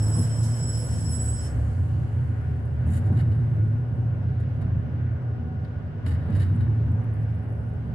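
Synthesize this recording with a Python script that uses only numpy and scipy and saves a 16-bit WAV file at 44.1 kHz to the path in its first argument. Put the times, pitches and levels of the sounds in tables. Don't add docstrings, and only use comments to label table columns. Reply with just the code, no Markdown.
import sys
import numpy as np
from scipy import signal
from scipy.fft import rfft, irfft, next_fast_len
from scipy.io import wavfile
from scipy.ndimage import uniform_filter1d

SR = 44100
rng = np.random.default_rng(int(sys.argv[2]) if len(sys.argv) > 2 else 0)


def master_out(mix):
    frames = np.transpose(np.atleast_2d(mix))
    ceiling = np.clip(frames, -1, 1)
    pcm = np.round(ceiling * 32767).astype(np.int16)
    wavfile.write(sys.argv[1], SR, pcm)


def voltage_ratio(decibels):
    exponent = np.asarray(decibels, float) / 20
    return 10 ** exponent


N = 350154
TIME = np.arange(N) / SR
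SLOW = TIME[::32]
LONG = next_fast_len(N, real=True)
HZ = np.maximum(np.fft.rfftfreq(LONG, 1 / SR), 1)
LEFT_RIGHT = np.array([[1], [-1]])
SWING_S = 0.0111


def unit(x):
    return x / np.sqrt(np.mean(np.abs(x) ** 2))


def curves(rows):
    s, *columns = np.transpose(rows)
    return [np.interp(TIME, s, column) for column in columns]


def over_hz(points):
    hz, value = np.transpose(points)
    return np.interp(np.log(HZ), np.log(np.maximum(hz, 1)), value)


def walk(rate_hz):
    hold = int(SR / rate_hz)
    steps = np.repeat(rng.standard_normal(N // hold + 1), hold)
    return unit(uniform_filter1d(uniform_filter1d(steps, hold), hold)[:N])


def spell(start_s, rise_s, fall_db_s):
    t = np.maximum(TIME - start_s, 0)
    return (1 - np.exp(-t / rise_s)) * voltage_ratio(-fall_db_s * t)


def sing(hz, width_hz, steady, order=2):
    pole = np.exp(-np.pi * width_hz * SLOW[1])
    push = rng.standard_normal(2 * len(SLOW)) + 1j * rng.standard_normal(2 * len(SLOW))
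    swing = unit(signal.lfilter([1], np.poly([pole] * order), push)[len(SLOW):])
    swing = unit(swing / (abs(swing) + .1) ** steady)
    turn = np.exp(2j * np.pi * np.cumsum(hz + 0 * TIME) / SR)
    return np.sqrt(2) * np.interp(TIME, SLOW, swing) * turn


def spread(first, second, like, pan_db):
    like = np.clip(like, 0, .99)
    pair = first + LEFT_RIGHT * np.sqrt((1 - like) / (1 + like)) * second
    return np.real(pair) * voltage_ratio(LEFT_RIGHT * pan_db / 2)


# hz, likeness (0-1)
LIKENESS = [(60, 0.9), (130, 1), (280, 0.82), (610, 0.7), (1320, 0), (2860, 0.1), (6190, 0), (13400, 0)]
# hz, left_minus_right_db
LEAN = [(60, 1), (110, -1.5), (200, 0), (360, -1), (660, -1), (1210, 6), (2210, -1.5), (4030, 1.5),
        (7350, -2), (13400, -8)]


def stereo_noise(colour, band_hz, flicker_db, source=None):
    if source is None:
        source = rng.standard_normal((2, N))
    mid, side = rfft(source, LONG)
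    like = np.clip(over_hz(LIKENESS), 0, .99)
    pair = np.sqrt(1 + like) * mid + LEFT_RIGHT * np.sqrt(1 - like) * side
    pair = pair * voltage_ratio(over_hz(colour) + LEFT_RIGHT * over_hz(LEAN) / 2)
    low_hz, high_hz = colour[0][0], colour[-1][0]
    pair = pair * ((HZ > low_hz) & (HZ < high_hz))
    inside = irfft(pair.mean(axis=0) * ((HZ > band_hz[0]) & (HZ < band_hz[1])), LONG)
    out, place = 0, 2 * np.log2(HZ)
    for centre in np.arange(np.floor(2 * np.log2(low_hz)), 2 * np.log2(high_hz) + 1, 2):
        band = pair * np.clip(1 - abs(place - centre) / 2, 0, 1)
        out = out + irfft(band, LONG)[:, :N] * voltage_ratio(flicker_db * walk(9))
    return out / np.sqrt(np.mean(inside ** 2))


# start_s, pitch_hz, gain_db, half_length_s
SWELLS = [(.5, 752, -4, .6), (1.25, 752, 4, .12), (1.83, 752, 8, .12), (3.07, 752, 6, .1),
          (4.3, 752, 5, .2), (5.55, 752, 3, .1), (6.65, 752, 3, .1), (1.1, 238, 5, .1), (1.42, 238, 6, .07),
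          (1.78, 238, 6, .07), (2.55, 238, 4, .1), (3.4, 238, 6, .07), (5.45, 238, 7, .13),
          (6.6, 238, 4, .1), (1.55, 560, 6, .15), (2.35, 560, 9, .08), (2.93, 560, 7, .06),
          (.9, 1453, 4, .1), (3.62, 1453, 4, .05), (5.7, 1453, 3, .4), (.045, 5324, 4, .04),
          (.2, 5324, 4, .06), (.7, 5324, 4, .1), (.88, 5324, -4, .05), (1.1, 5324, 4, .08),
          (1.28, 5324, -6, .07), (.2, 10717, 6, .05), (.33, 10717, -3, .06), (.5, 10717, 3, .05),
          (.82, 10717, 5, .08), (1.0, 10717, -3, .07), (1.14, 10717, 4, .04), (1.29, 10717, 7, .05),
          (3.6, 6000, 5, .2), (4.9, 6000, 5, .3), (6.9, 6000, 5, .3)]


def swells(hz):
    near = [row for row in SWELLS if abs(np.log(row[1] / hz)) < np.log(2) / 16]
    return sum(db * np.exp(-((TIME - s) / half_s) ** 2) for s, _, db, half_s in near)


# start_s, thump_peak_db, lower_shell_kick_db, upper_shell_kick_db
JOINTS = [(0.0, -36, -33, -23), (0.16, -18, -32, -23.5), (0.6, -37, -28, -32), (.9, -45, -28, -33),
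          (1.17, -38, -30, -33), (1.545, -31.5, -23, -28.5), (1.8, -45, -30, -29), (1.95, -45, -25, -36),
          (2.15, -46, -30, -27), (2.47, -34, -30, -30), (2.72, -45, -33, -27), (2.855, -24, -21, -31),
          (3.092, -19, -35, -32), (3.165, -44.5, -40, -20), (3.3, -45, -36, -29), (3.55, -42, -33, -27),
          (3.92, -42, -27, -29.5), (4.2, -46.5, -34, -29.5), (4.371, -46, -30, -30), (4.619, -35, -28, -36),
          (4.72, -45, -26, -36), (4.98, -38, -36.5, -31.5), (6.05, -27.5, -22, -33),
          (6.278, -22.5, -30, -30), (6.34, -38, -21, -30), (6.48, -45, -25, -33), (6.589, -45, -38, -22),
          (6.86, -35.5, -36, -34.5), (7.2, -42.5, -35.5, -32.5)]
KICK_FALL_DB_S = [30, 15]


def shell_swings():
    rest_db, lead_s, rise_s = -35, .01, .0082
    swings = []
    for mode, fall_db_s in enumerate(KICK_FALL_DB_S):
        kicks = sum((voltage_ratio(row[2 + mode]) * spell(row[0] - lead_s, rise_s, fall_db_s)) ** 2 for row in JOINTS)
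        swings.append(np.sqrt(voltage_ratio(2 * rest_db) + kicks))
    return swings


# start_s, lower_pitch_hz, upper_pitch_hz
SHELL_PITCH = [(0, 88.1, 108.1), (.5, 82.02, 114.9), (1.56, 72.98, 110.1), (1.78, 87.87, 115.8),
               (2.1, 90, 112), (2.5, 80, 114), (2.86, 78.98, 116), (3.06, 100, 114), (3.249, 86, 117),
               (3.75, 84.02, 112.1), (4.0, 94.06, 118), (4.4, 84, 114), (4.78, 91.9, 116),
               (5.2, 84.9, 118.9), (6.05, 86, 105.9), (6.4, 97, 108), (6.7, 84, 110), (7.94, 82, 113)]
# width_hz, steadiness (0-1)
SHELL = [(15, .55), (9, .9), (22, 0.4)]


def boom(swings):
    gains = swings + [voltage_ratio(-15.5) * np.hypot(*swings)]
    pitches = curves(SHELL_PITCH) + [148]
    out = 0
    for gain, hz, (width_hz, steady) in zip(gains, pitches, SHELL):
        mode = spread(sing(hz, width_hz, steady), sing(hz, 2 * width_hz, .2), 0.97, -1.0)
        out = out + gain * voltage_ratio(1.1 * walk(7)) * mode
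    return np.tanh(4.5 * out) / 4.35


# hz, level_db (per Hz)
PANELS = [(12, -61.5), (20, -27), (32, -35), (48, -28.5), (57, -30.5), (68, -1.5), (107, 1), (129, 1),
          (147, -8), (177, -14), (203, -20), (236, -15), (275, -23), (344, -35), (400, -33.5), (520, -58),
          (880, -120)]
# hz, level_db (per Hz)
ROAR = [(160, -35.5), (280, -1.5), (450, -7), (590, -6), (800, -11), (1300, -17), (1600, -14), (2400, -26),
        (3000, -30.5), (3700, -36), (5400, -44.5), (6300, -47), (11400, -56.5), (16000, -70)]
# pitch_hz, width_hz, level_db
FRAME = [(238, 15, -49), (413.6, 20, -57.5), (491, 26, -59.5), (560, 30, -63), (752, 12, -62.5),
         (1453, 44, -64), (2850, 300, -76), (4600, 410, -88), (5220, 45, -88), (6000, 25, -94)]


def body():
    swings = shell_swings()
    shake_db = 20 * np.log10(np.hypot(*swings)) + 25
    jolt = sum(np.exp(-((TIME - s - .02) / .11) ** 2) * np.clip((db + 47) / 25, 0, 1) for s, db, _, _ in JOINTS)
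    braking = np.clip((RELEASE_S - TIME) / 0.26 + 1, 0, 1)
    panel_db = -39 + 0.55 * shake_db + 1.5 * walk(6)
    roar_db = -50.5 + 0.14 * shake_db + 2.5 * jolt + 2.5 * braking
    gap = [(hz, db - 7.3 * (65 < hz < 135)) for hz, db in PANELS]
    out = boom(swings)
    out = out + voltage_ratio(panel_db) * stereo_noise(gap, (150, 350), 1.7)
    out = out + voltage_ratio(roar_db) * stereo_noise(ROAR, (400, 2500), 1.3)
    for hz, width_hz, db in FRAME:
        ring = spread(sing(hz, width_hz, 0.1), sing(hz, width_hz, 0.18), min(150 / hz, 1), 0)
        out = out + voltage_ratio(db + swells(hz) + 1.2 * walk(5)) * ring
    return out


# pitch_hz, level_db, t60_s
THUMP = [(121, -9, 0.2), (145, 5, 0.16), (184.8, 5.5, 0.12), (215, 6.5, 0.14), (249, 3.5, .11),
         (300, -1, 0.1), (382, -7, 0.082), (473, -8, 0.12), (601, -9, .08), (865, -12, .07)]


def joints():
    out, t = np.zeros(N), TIME[:SR // 2]
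    push = (1 - np.exp(-t / .02)) ** 2
    chance = rng.standard_normal((len(JOINTS), len(THUMP), 3))
    for (s, peak_db, _, _), draw in zip(JOINTS, chance):
        ring = 0
        for (hz, db, t60_s), (louder, sharper, phase) in zip(THUMP, draw):
            wave = np.sin(2 * np.pi * hz * (1 + 0.038 * sharper) * t + np.pi * phase)
            ring = ring + voltage_ratio(db + 1.7 * louder) * wave * 1000. ** (-t / (1.5 * t60_s))
        i = int(s * SR)
        out[i:i + len(t)] += (voltage_ratio(peak_db - 1.5) * ring * push)[:N - i]
    return spread(out, 0, .9, -1.0)


# start_s, peak_db
HEAVES = [
    (0.019, -31),
    (1.58, -33),
    (4.65, -33),
    (7.74, -37),
]


def heaves():
    heave_hz, half_s = 50, .07
    out = 0
    for s, db in HEAVES:
        t = TIME - s
        out = out + voltage_ratio(db) * np.exp(-(t / half_s) ** 2) * np.sin(2 * np.pi * heave_hz * t)
    return out


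RELEASE_S, RELEASE_DB_S = 1.465, 298

# start_s, strongest_ring_db, split_of_that_ring_hz
GRIP = [
    (0.0, -49.5, 34),
    (0.16, -43, 44),
    (0.29, -49.5, 34.5),
    (.37, -44.5, 14.2),
    (.47, -50.5, 44.6),
    (0.62, -45.5, 42),
    (0.87, -49.5, 44),
    (1.1, -46, 23.7),
    (1.23, -38, 11.9),
    (1.45, -48.5, 16),
]
WHEEL_HZ = [7869, 5324, 10717, 3084, 13910, 8431, 6589, 12941]
WHEEL_WIDTH_HZ = [15, 15, 11, 20, 22, 20, 20, 20]
# level_db (against its drive), drive (whole part counts), left_minus_right_db, likeness (0-1)
WHEEL = [(-8.5, 0, -0.5, 0.48), (2, 1, 3, 0.1), (1, 2, -8, .2), (-13, 1, 3, .2), (-25, 1.6, 1, .3),
         (-32, 0, -7, .2), (-21, 1.2, -3, .2), (-33.5, 1.4, -2, .2)]
RING_WANDER_DB = [1.6, .8, 1.0]


def wheel_rings():
    after_s = np.maximum(TIME - RELEASE_S, 0)
    lift_db = np.maximum(-RELEASE_DB_S * after_s, -22 - 45 * after_s)
    level_db, split_hz = curves(GRIP)
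    grip_db = level_db + 48
    drives = [db - 47.5 + share * grip_db + wander_db * walk(12.13) + lift_db
              for db, share, wander_db in zip([1.5, -7.5, -11], [0.99, -0.19, .3], RING_WANDER_DB)]
    out = 0
    for hz, width_hz, (db, drive, pan_db, like) in zip(WHEEL_HZ, WHEEL_WIDTH_HZ, WHEEL):
        first, second = (sing(hz, width_hz, .25, order=1) for _ in range(2))
        out = out + voltage_ratio(drives[int(drive)] + db + swells(hz)) * spread(first, second, like, pan_db)

    def twins():
        lower = sing(WHEEL_HZ[0] - split_hz / 2, 10.2, 0.57)
        upper = sing(WHEEL_HZ[0] + 0.99 * split_hz / 2, 10.2, 0.57)
        return lower + voltage_ratio(-2) * upper

    _, _, pan_db, like = WHEEL[0]
    out = out + voltage_ratio(drives[0] - 1.5) * spread(twins(), twins(), like, pan_db)
    return out * (1 + 0.079 * np.real(sing(107, 8, .5)))


# start_s, rise_s, level_db, fall_db_per_s
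GRABS = [
    (0.03, .01, -61, 58),
    (0.224, .003, -54, 220),
    (0.427, .004, -51, 150),
    (0.76, .03, -64.5, 40.5),
    (1.11, .005, -64, 147),
]
# hz, level_db (per Hz)
GRAB_COLOUR = [(2500, -21), (4300, -6.5), (5500, -4.5), (7000, -2), (9500, -1), (11300, -4.5), (12300, -18),
               (13500, -40)]
# hz, level_db (per Hz)
RUB_COLOUR = [(1800, -5), (2300, -9.5), (3050, 0.5), (3600, -8.5), (4700, -3.5), (5300, -4), (6300, -3.5),
              (7200, 0), (8500, -0.5), (11100, -3.5), (12000, -16), (13200, -13), (14300, -52),
              (16000, -62)]


def shoe_rub():
    lingers_s = .015
    after_s = np.maximum(TIME - RELEASE_S - lingers_s, 0)
    rub_db = -62 - RELEASE_DB_S * after_s + 1.2 * walk(25)
    grab = sum(voltage_ratio(db) * spell(s, rise_s, fall_db_s) for s, rise_s, db, fall_db_s in GRABS)
    hiss = grab * stereo_noise(GRAB_COLOUR, (8600, 10400), 1.5)
    return hiss + voltage_ratio(rub_db) * stereo_noise(RUB_COLOUR, (8600, 10400), 1.8)


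# hz, level_db (per Hz)
AIR_COLOUR = [(1400, -32.5), (2500, -13), (2970, 1.5), (3590, -15), (4350, -4.5), (4750, -9.5), (5600, -14),
              (6800, -9), (8050, -8.5), (10500, -13.5), (13000, -26), (16000, -35.5)]


def brake_air():
    return voltage_ratio(-65.5) * spell(1.49, 0.018, 12) * stereo_noise(AIR_COLOUR, (3500, 12000), 1.9)


# start_s, length_s, level_db, low_part_db, fade_within_swing_db
CHATTER = [(2.8653, .03, -56, -8.5, 11.5), (2.886, .01, -55, -2.5, 7), (2.901, .028, -49.5, -3.5, 8.5),
           (2.9324, .052, -45, -2.5, 7), (3.056, .02, -60, 1, 4), (3.150, .018, -64.5, 3.5, 2.5),
           (3.17, .011, -50, 3, 5.5), (3.187, 0.027, -54, 5, 2.5), (3.314, .01, -64, 9, 2),
           (4.398, .01, -61, 4, 4), (4.612, .012, -62, 7.5, 2), (5.645, .005, -68, 16, 3),
           (6.0605, .006, -48.5, 8, 4.5), (6.073, .022, -49.5, 1, 3.5), (6.106, .018, -53, 5.5, 3.5),
           (6.135, .02, -58, 5.5, 3), (6.32, 0.025, -61, 5.5, 3.5), (6.35, .018, -51.5, 2, 2.5),
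           (6.373, .02, -57.5, 1, 2), (6.396, .038, -50, 4, 2.5), (6.441, 0.028, -60.5, 4.5, 4.5),
           (6.606, .008, -59, 7.5, 3)]
# hz, level_db (per Hz)
PANE_HIGH = [(4000, -40), (6200, -13.5), (7100, -2), (8000, -4), (8900, -1.5), (9700, -1), (11200, -10),
             (11900, -9.5), (12600, -12), (16000, -19)]
# hz, level_db (per Hz)
PANE_LOW = [(800, -11), (1500, 9), (1850, 9.5), (2150, 5), (2500, -7.5), (2950, 1.5), (3400, -8.5),
            (3800, -4.5), (4200, -5), (4600, -8), (5100, -11), (5800, -23.5)]
# pitch_hz, width_hz, level_db (against the duller part)
PANE_RINGS = [(1620, 70, -7), (1800, 65, -5.5), (2930, 110, -6), (3830, 70, -5), (4700, 140, -12),
              (5270, 90, -16)]


def chatter():
    rise_s, fall_s = .0012, .009
    knocks = rng.standard_normal((2, 2, N)) * voltage_ratio(4.2 * np.minimum(rng.exponential(size=(2, 1, N)), 5))
    high, low = np.zeros(N), np.zeros(N)
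    for s, length_s, level_db, low_db, fade_db in CHATTER:
        t = np.maximum(TIME - s, 0)
        swing = np.minimum(t, length_s) / SWING_S % 1
        edges = (1 - np.exp(-t / rise_s)) * np.exp(-np.maximum(t - length_s, 0) / fall_s)
        shape = voltage_ratio(level_db - 11.5 - fade_db * swing) * edges
        high = np.hypot(high, shape)
        low = np.hypot(low, shape * voltage_ratio(low_db + 2 + .5 * fade_db * (swing - 1.5)))
    keep = np.exp(-1 / (0.13 * SR))

    def linger(level, tail_db):
        tail = signal.lfilter([3 * (1 - keep)], [1, -keep], level ** 2)
        return np.sqrt(level ** 2 + voltage_ratio(2 * tail_db) * tail)

    low, high = linger(low, -13), linger(high, -19)
    rings = sum(voltage_ratio(db) * spread(sing(hz, width_hz, .1), sing(hz, width_hz, .1), .3, -1.0)
                for hz, width_hz, db in PANE_RINGS)
    bright = high * stereo_noise(PANE_HIGH, (8300, 10400), 1.3, knocks[0])
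    dull = low * voltage_ratio(-1.1) * stereo_noise(PANE_LOW, (2500, 5000), 2.2, knocks[1])
    return low * rings + bright + dull


# start_s, length_s, peak_db
TICKS = [(.028, .085, -37.5), (0.195, .005, -30), (0.21, .005, -43), (0.223, .027, -41), (0.374, .005, -44),
         (1.1165, .027, -41), (1.553, .005, -51), (1.614, .005, -57.5), (2.21, .005, -57),
         (2.4946, .005, -61), (2.6004, .005, -59), (2.6553, .016, -59), (2.8538, .027, -59.5),
         (3.0905, .005, -59), (3.1302, .005, -57), (3.353, .005, -59), (3.376, .005, -59.5),
         (3.5638, .005, -61), (3.6436, .005, -60), (3.678, .005, -59), (3.7838, .005, -59),
         (5.647, .005, -60.5), (6.042, .005, -65), (6.263, .005, -63), (6.304, .005, -53),
         (6.488, .016, -57), (6.551, .016, -53), (6.918, .005, -55), (7.041, .005, -55),
         (7.1382, .027, -55), (7.1991, .038, -58.5), (7.349, .016, -59), (7.3911, .005, -59),
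         (7.4235, .016, -61.5), (7.49, .016, -59), (7.526, .005, -61), (7.554, .005, -58),
         (7.5822, .016, -60), (7.61, .027, -61), (7.665, .038, -60.5), (7.737, .005, -61.5)]
# start_s, rise_s, level_db, fall_db_per_s
CREAKS = [
    (1.499, 0.019, -71, 3.5),
    (2.9, 0.32, -67.5, 21.5),
    (6.1, 0.15, -73.5, 8.5),
    (7.1, .4, -75.5, 10.5),
]


def ticks():
    out, t = np.zeros((2, N + 2000)), TIME[:2000]
    shape = np.exp(-t / .0008) + .15 * np.exp(-t / .008)
    bright = signal.butter(3, [7600, 11600], "bandpass", fs=SR, output="sos")
    chance = rng.standard_normal((len(TICKS), 8, 2, len(t)))
    for (s, length_s, peak_db), run in zip(TICKS, chance):
        for late_s, grit in zip(np.arange(0, length_s, SWING_S), run):
            click = signal.sosfilt(bright, shape * (grit[0] + 0.69 * grit))
            louder, aside = grit[:, -1]
            db = peak_db - 2.5 + 3 * louder * (late_s > 0)
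            db = db + LEFT_RIGHT * (-14 + 3.5 * aside) / 2
            i = int((s + late_s) * SR)
            out[:, i:i + len(t)] += click / abs(click).max() * voltage_ratio(db)
    snaps = (rng.random(N) < 1600 / SR) * voltage_ratio(1.2 * rng.exponential(size=N))
    snaps = signal.lfilter([1], [1, -np.exp(-1 / (.0012 * SR))], snaps)
    crackle = unit(signal.sosfilt(bright, snaps * rng.standard_normal((2, N))))
    busy = voltage_ratio(-92.5) + sum(voltage_ratio(db) * spell(s, rise_s, fall_db_s) for s, rise_s, db, fall_db_s in CREAKS)
    return out[:, :N] + crackle * busy * voltage_ratio(-4.5 + np.array([[-4.0], [3.0]]))


def scene():
    floor = np.tanh(3.494 * (body() + joints() + heaves())) / 3.31
    lag = 4
    late_left = np.pad(floor[0], (lag, 0), mode="edge")[:N]
    floor = np.array([late_left, floor[1]])
    return floor + wheel_rings() + shoe_rub() + brake_air() + chatter() + ticks()


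def roll_off(x):
    return signal.sosfilt(signal.butter(12, 15720, fs=SR, output="sos"), x)


def record(dry):
    bass_cut = signal.butter(2, 48.5, "highpass", fs=SR, output="sos")
    return roll_off(signal.sosfilt(bass_cut, dry))


dry = scene()
out = record(dry)
master_out(out)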